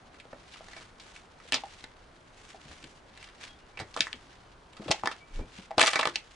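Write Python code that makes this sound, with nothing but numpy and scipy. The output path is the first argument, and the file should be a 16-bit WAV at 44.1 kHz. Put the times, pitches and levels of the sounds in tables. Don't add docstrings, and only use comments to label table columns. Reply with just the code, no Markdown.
import sys
import numpy as np
from scipy import signal
from scipy.io import wavfile

SR = 44100
rng = np.random.default_rng(int(sys.argv[2]) if len(sys.argv) > 2 else 0)


def wav_out(sig):
    wavfile.write(sys.argv[1], SR, np.round(np.clip(np.atleast_2d(sig).T, -1, 1) * 32767).astype(np.int16))


def boost_factor(decibels):
    exponent = np.asarray(decibels, float) / 20
    return 10 ** exponent


N = 280035
STIR_DB = -65


def rms_one(x):
    return x / np.sqrt(np.mean(x ** 2) + 1e-20)


def peak_one(x):
    return x / (np.abs(x).max(axis=-1, keepdims=True) + 1e-20)


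def at_hz(points, hz):
    table_hz, value = np.array(points).T
    return np.interp(np.log(hz), np.log(table_hz), value)


def band(x, low_hz, high_hz):
    return signal.sosfilt(signal.butter(2, [low_hz, high_hz], "band", fs=SR, output="sos"), x)


def drift(rate_hz):
    step = 40
    r = np.exp(-2 * np.pi * rate_hz * step / SR)
    noise = rng.standard_normal(N // step + 2002)
    slow = signal.lfilter([1], [1, -2 * r, r * r], noise)[2000:]
    return np.interp(np.arange(N) / step, np.arange(len(slow)), rms_one(slow))


def ring(x, hz, t60):
    r = boost_factor(-60 / (t60 * SR))
    w = 2 * np.pi * hz / SR
    return signal.lfilter([0, np.sin(w)], [1, -2 * r * np.cos(w), r * r], x)


def place(seconds, sounds):
    out = np.zeros(N + sounds.shape[1])
    for s, sound in zip(seconds, sounds):
        start = round(s * SR)
        out[start:start + len(sound)] += sound
    return out[:N]


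def grains(shape, spread_db):
    size_db = spread_db * np.minimum(rng.exponential(size=shape), 5)
    return rng.standard_normal(shape) * boost_factor(size_db)


def cracks(rows, ring_cycles=6.7, rise_s=0.00034, first_db=-11.0, first_s=0.0013, wide=0.36):
    # (frequency [Hz], left over right [dB])
    side_lean = [(270, 4), (570, 1), (2500, -0.6)]
    s, peak_db, hz, snap_db, t60 = np.transpose(rows)
    treble_db = -12 + 1.41 * snap_db
    t = np.arange(SR // 8) / SR
    dying = boost_factor(-60 * t / np.clip(t60, .004, .3)[:, None])
    first_burst = 1 + boost_factor(first_db) * np.exp(-t / first_s)
    shape = dying * first_burst * (1 - np.exp(-t / rise_s))
    centre, spread = np.moveaxis(grains((len(s), 2, len(t)), spread_db=4.0), 1, 0) * shape
    out = []
    for way in 1, -1:
        spray = centre + way * wide * spread
        rung = [ring(x, f, ring_cycles / f) for x, f in zip(spray, hz)]
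        piece = peak_one(band(rung, 290, 8700))
        snap = boost_factor(snap_db[:, None]) * peak_one(band(band(spray, 1070, 4920), 1340, 8570))
        treble = boost_factor(treble_db[:, None]) * peak_one(band(spray, 4600, 8000))
        level = boost_factor(peak_db + way * at_hz(side_lean, hz) / 2)
        out.append(place(s, level[:, None] * (piece + snap + treble)))
    return np.array(out)


def bits(mid_db, count=40):
    over_rustle_db, spread_db = 6.5, 4.5
    low_hz, high_hz, snap_db, t60 = 1200, 3800, -7, 0.016
    when, size, pitch = rng.random((count, 3)).T
    chance = np.cumsum(np.maximum(mid_db - STIR_DB - 3, 0))
    share = (np.arange(count) + when) / count
    at = np.searchsorted(chance, share * chance[-1]).clip(0, N - 1)
    peak_db = mid_db[at] + over_rustle_db - spread_db * np.log(size + .05)
    hz = low_hz * (high_hz / low_hz) ** pitch
    same = np.ones(count)
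    return np.transpose([at / SR, peak_db, hz, snap_db * same, t60 * same])


def hollow_litter(crunch):
    return boost_factor(-56.5) * rms_one(band(ring(crunch, hz=897, t60=0.093), 750, 930))


def knocks(tick_db=-9.0, contact_s=0.00034):
    # (time [s], peak level of the mode [dB], frequency [Hz], t60 [s])
    hollow_bits = [(0.253, -43, 406, 0.01), (0.331, -38, 562, 0.029), (0.607, -39.5, 670, 0.0081),
                   (1.453, -47.5, 440, 0.02), (1.582, -36, 860, 0.015), (1.636, -29.5, 807, 0.025),
                   (2.545, -40, 733, 0.034), (5.393, -44, 430, 0.02), (5.707, -31.5, 762, 0.05),
                   (5.713, -27, 750, 0.019)]
    s, peak_db, hz, t60 = np.transpose(hollow_bits)
    t = np.arange(SR // 8) / SR
    dying = boost_factor(-60 * t / np.clip(t60, .01, .2)[:, None]) * (1 - np.exp(-t / contact_s))
    hollow = peak_one(band(np.sin(2 * np.pi * hz[:, None] * t) * dying, 470, 1400))
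    tick = peak_one(band(rng.standard_normal(dying.shape) * dying ** 2, 600, 3300))
    return place(s, boost_factor(peak_db[:, None]) * (hollow + boost_factor(tick_db) * tick))


def thuds(contact_s=0.00087, puff_db=3.0):
    # (time [s], peak level of the push [dB], frequency [Hz], t60 before limits [s])
    soles = [(0.328, -52, 252, 0.21), (1.522, -43, 261, 0.28), (2.544, -52, 420, 0.094),
             (2.654, -50.5, 143, 0.17), (2.697, -48, 78.5, 0.27), (2.835, -45.5, 144, 0.11),
             (3.8, -38.5, 97, 0.18), (4.001, -38, 269, 0.052), (4.141, -45.5, 252, 0.11),
             (4.797, -40.5, 207, 0.13), (4.859, -39, 326, 0.26), (4.897, -29.5, 306, 0.037),
             (5.037, -38, 209, 0.079), (5.351, -48.5, 118, 0.55), (5.389, -37, 73, 0.19),
             (5.586, -43.5, 188, 0.15), (5.776, -30, 319, 0.096), (6.064, -39.5, 343, 0.25)]
    s, peak_db, hz, t60 = np.transpose(soles)
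    t = np.arange(SR // 3) / SR
    dying = boost_factor(-60 * t / np.clip(t60, .02, .5)[:, None]) * (1 - np.exp(-t / contact_s))
    puff = peak_one(band(rng.standard_normal(dying.shape) * dying, 81, 447))
    push = peak_one(np.sin(2 * np.pi * hz[:, None] * t) * dying)
    return place(s, boost_factor(peak_db[:, None]) * (push + boost_factor(puff_db) * puff))


def brushing():
    # (time fully swelled [s], hold [s], level [dB],
    # treble over level [dB], swell [dB/s])
    brushes = [(0.548, .02, -55, -32, 99.5), (0.713, .11, -54, -13.5, 59.5),
               (1.019, .17, -55.5, -12.5, 298), (1.491, .32, -55.5, -16, 101.5),
               (2.401, .12, -56, -10, 151.5), (2.709, .03, -52.5, -16, 61), (2.877, .03, -57.5, -10, 60),
               (3.227, .03, -52.5, -29, 110), (3.428, 0.022, -49.5, -20, 149), (4.043, .02, -47, -10, 101),
               (4.294, .03, -59, -32, 39.5), (4.848, .13, -53.5, -17, 130), (5.031, .11, -53, -28, 99),
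               (5.349, .02, -53.5, -11, 251), (5.566, .01, -49, -20, 170), (5.798, .05, -29, -9, 1196.5),
               (5.96, .11, -41, -32, 201), (6.241, .12, -59.5, -14, 58.5)]
    s, hold, level_db, treble_db, swell = np.transpose(brushes)[:, :, None]
    fade_db_per_s, stir_treble_db = 150.5, -88
    t = np.arange(N) / SR - s
    db = level_db - swell * np.maximum(-t, 0) - fade_db_per_s * np.maximum(t - hold, 0)
    mid = boost_factor(2 * STIR_DB) + boost_factor(2 * db).sum(axis=0)
    treble = boost_factor(2 * stir_treble_db) + boost_factor(2 * (db + treble_db)).sum(axis=0)
    return 10 * np.log10(mid), 10 * np.log10(treble)


def rustle(mid_db, treble_db, clump_db=2.0, wide=0.61):
    clumping = clump_db + .08 * np.maximum(mid_db + 55, 0)
    clumps = boost_factor(clumping * (drift(25) + drift(90)))
    centre, spread = grains((2, N), spread_db=4.0) * clumps
    rub = centre + wide * spread * [[1], [-1]]
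    mid = boost_factor(mid_db) * rms_one(band(rub, 1110, 4600))
    return mid + boost_factor(treble_db) * rms_one(band(rub, 3900, 7000))


def passage(x):
    level_db, split_hz, low_t60, high_t60 = -11, 3680, 0.15, 0.15
    t = np.arange(SR // 3) / SR
    echoes = rng.standard_normal((2, len(t))) * (1 - np.exp(-t / 0.00033))
    low = band(echoes, 200, split_hz) * boost_factor(-60 * t / low_t60)
    high = band(echoes, split_hz, 8000) * boost_factor(-60 * t / high_t60)
    wash = low + high + 2.0 * low[::-1]
    wash = wash / np.sqrt((wash ** 2).sum(axis=1, keepdims=True))
    return boost_factor(level_db) * signal.fftconvolve(x[None], wash, axes=1)[:, :N]


def jolt():
    # (time [s], peak level [dB], frequency [Hz], standard deviation [s])
    hand_jolt = (5.383, -29, 26, .03)
    s, peak_db, hz, half_s = hand_jolt
    t = np.arange(N) / SR - s
    return boost_factor(peak_db) * np.exp(-(t / half_s) ** 2 / 2) * np.cos(2 * np.pi * hz * t)


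def birds(waver=0.022):
    # (start [s], end [s], mean frequency [Hz], rms level before swell and wander [dB])
    notes = [(3.138, 3.335, 2670, -67), (3.47, 3.558, 3320, -63), (3.55, 3.624, 3460, -70.5),
             (3.59, 3.662, 2920, -73), (3.694, 3.78, 2220, -67), (5.175, 5.276, 2340, -67),
             (5.3, 5.467, 2340, -63)]
    t, out = np.arange(N) / SR, 0
    for start, end, hz, level_db in notes:
        swell = np.sin(np.pi * np.clip((t - start) / (end - start), 0, 1)) ** .5
        tone = np.sin(2 * np.pi * hz * np.cumsum(1 + waver * drift(8.15)) / SR)
        out = out + np.sqrt(2) * boost_factor(level_db + 3.5 * drift(15)) * swell * tone
    return out


def town(level_db=-56, patchy_db=.7):
    # (frequency [Hz], relative density [dB per Hz])
    spectrum = [(12, -32), (20, 3.5), (81, -2), (227, -6.5), (295, -5), (488, -8), (785, -6), (1050, -9),
                (1440, -10), (1980, -17.5), (2510, -21), (11000, -38.5), (14300, -65), (22000, -120)]
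    # (frequency [Hz], left-right likeness [-1 to 1])
    likeness = [(60, 0.99), (170, 0.93), (490, 0.58), (1400, 0.22), (4000, 1), (11000, 0.68)]
    out, together = 0, drift(1.5)
    edges = 18 * 2 ** np.arange(0, 9.6, .5)
    white = rng.standard_normal((2, 2, N))
    for k, (low, high) in enumerate(zip(edges, edges[1:])):
        mid, side = band(white[k % 2], low, high)
        hz = np.sqrt(low * high)
        alike = np.clip(at_hz(likeness, hz), -1, 1)
        gain = boost_factor(at_hz(spectrum, hz) + patchy_db * (0.2 * together + drift(4.5)))
        out = out + gain * (np.sqrt(1 + alike) * mid + np.sqrt(1 - alike) * side * [[1], [-1]])
    return boost_factor(level_db) * rms_one(out)


def scene():
    # (time [s], peak level of the ringing piece [dB],
    # ring frequency [Hz], snap over piece [dB], t60 of the spray [s])
    clear_cracks = [(0.143, -47.5, 1180, 5, 0.054), (0.199, -43.5, 2830, 8.5, 0.047),
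                    (0.329, -36.5, 1600, -13, 0.028), (0.535, -42, 2810, 2, 0.069),
                    (0.684, -34.5, 1900, -2, 0.03), (0.732, -34, 2100, -1, 0.03),
                    (0.764, -33, 2070, 0.5, 0.075), (0.808, -39, 1650, 0, 0.052),
                    (0.998, -37.5, 4160, -28, 0.052), (1.401, -40, 1880, -13, 0.013),
                    (1.522, -12.5, 1980, 6.5, 0.011), (1.530, -16.5, 3130, -4, 0.071),
                    (1.542, -13, 4660, -37, 0.039), (1.557, -22.5, 3820, -14, 0.089),
                    (1.84, -28, 2170, 1, 0.021), (2.826, -48, 2720, 10.5, 0.021),
                    (2.841, -44, 4220, 14, 0.024), (3.175, -46.5, 2560, 12.5, 0.018),
                    (3.227, -49.5, 2730, 15.5, 0.034), (3.287, -38.5, 1830, -0.5, 0.028),
                    (3.772, -31, 2520, -16, 0.052), (3.791, -28.5, 2560, 1, 0.018),
                    (3.798, -25.5, 1940, 0.5, 0.094), (3.941, -35.5, 4820, -3, 0.017),
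                    (3.964, -19.5, 1670, -5.5, 0.016), (3.973, -25, 1120, 0, 0.032),
                    (3.991, -40, 1450, 13, 0.017), (4.006, -13.5, 4870, 5, 0.015),
                    (4.016, -25, 4030, 3, 0.05), (4.057, -39, 2140, -14, 0.024),
                    (4.069, -22, 1830, -19, 0.0077), (4.129, -26, 3620, 3, 0.0071),
                    (4.732, -52, 3480, 12, 0.028), (4.767, -43.5, 1340, 6.5, 0.063),
                    (4.82, -38, 680, -6, 0.057), (4.881, -29.5, 690, 1, 0.11),
                    (4.907, -18.5, 780, -0.5, 0.056), (4.913, -12, 5900, 2, 0.042),
                    (5.035, -18.5, 670, -20, 0.01), (5.057, -24.5, 880, 4.5, 0.03),
                    (5.073, -9.5, 1850, -2.5, 0.011), (5.113, -28.5, 1370, 1, 0.072),
                    (5.78, -14.5, 840, 6, 0.072), (5.785, -19, 920, -12, 0.025),
                    (5.794, -14.5, 1170, 7, 0.022), (5.807, -12, 1440, 4, 0.033),
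                    (5.813, -19, 850, 14.5, 0.019), (5.827, -7.5, 2190, 4.5, 0.02),
                    (5.834, -13, 1140, -4, 0.043), (5.861, -14, 4300, 0.5, 0.02),
                    (5.875, -18.5, 1140, 8, 0.05), (5.932, -24, 990, 9, 0.048),
                    (5.956, -10.5, 2000, -2, 0.067), (5.991, -15.5, 1150, 3, 0.045),
                    (6.01, -20.5, 3600, 0, 0.026), (6.029, -15.5, 1910, -10, 0.035),
                    (6.054, -15.5, 1080, 2, 0.017), (6.072, -14, 1570, -2, 0.013),
                    (6.157, -17, 4500, -2.5, 0.02)]
    mid_db, treble_db = brushing()
    crunch = cracks(np.vstack([clear_cracks, bits(mid_db)]))
    crunch = crunch + hollow_litter(crunch) + knocks() * boost_factor([[.7], [-.7]])
    soles = thuds() * boost_factor([[.9], [-.9]])
    near = crunch + soles + passage(crunch.mean(axis=0)) + jolt()
    far = town() + birds() * boost_factor([[1.5], [-1.5]])
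    return near + rustle(mid_db, treble_db) + far


def roll_off(x):
    return signal.sosfilt(signal.butter(12, 11940, fs=SR, output="sos"), x)


def record(dry):
    finished = signal.sosfilt(signal.cheby2(12, 26, 11300, fs=SR, output="sos"), dry)
    return roll_off(finished)


dry = scene()
out = record(dry)
wav_out(out)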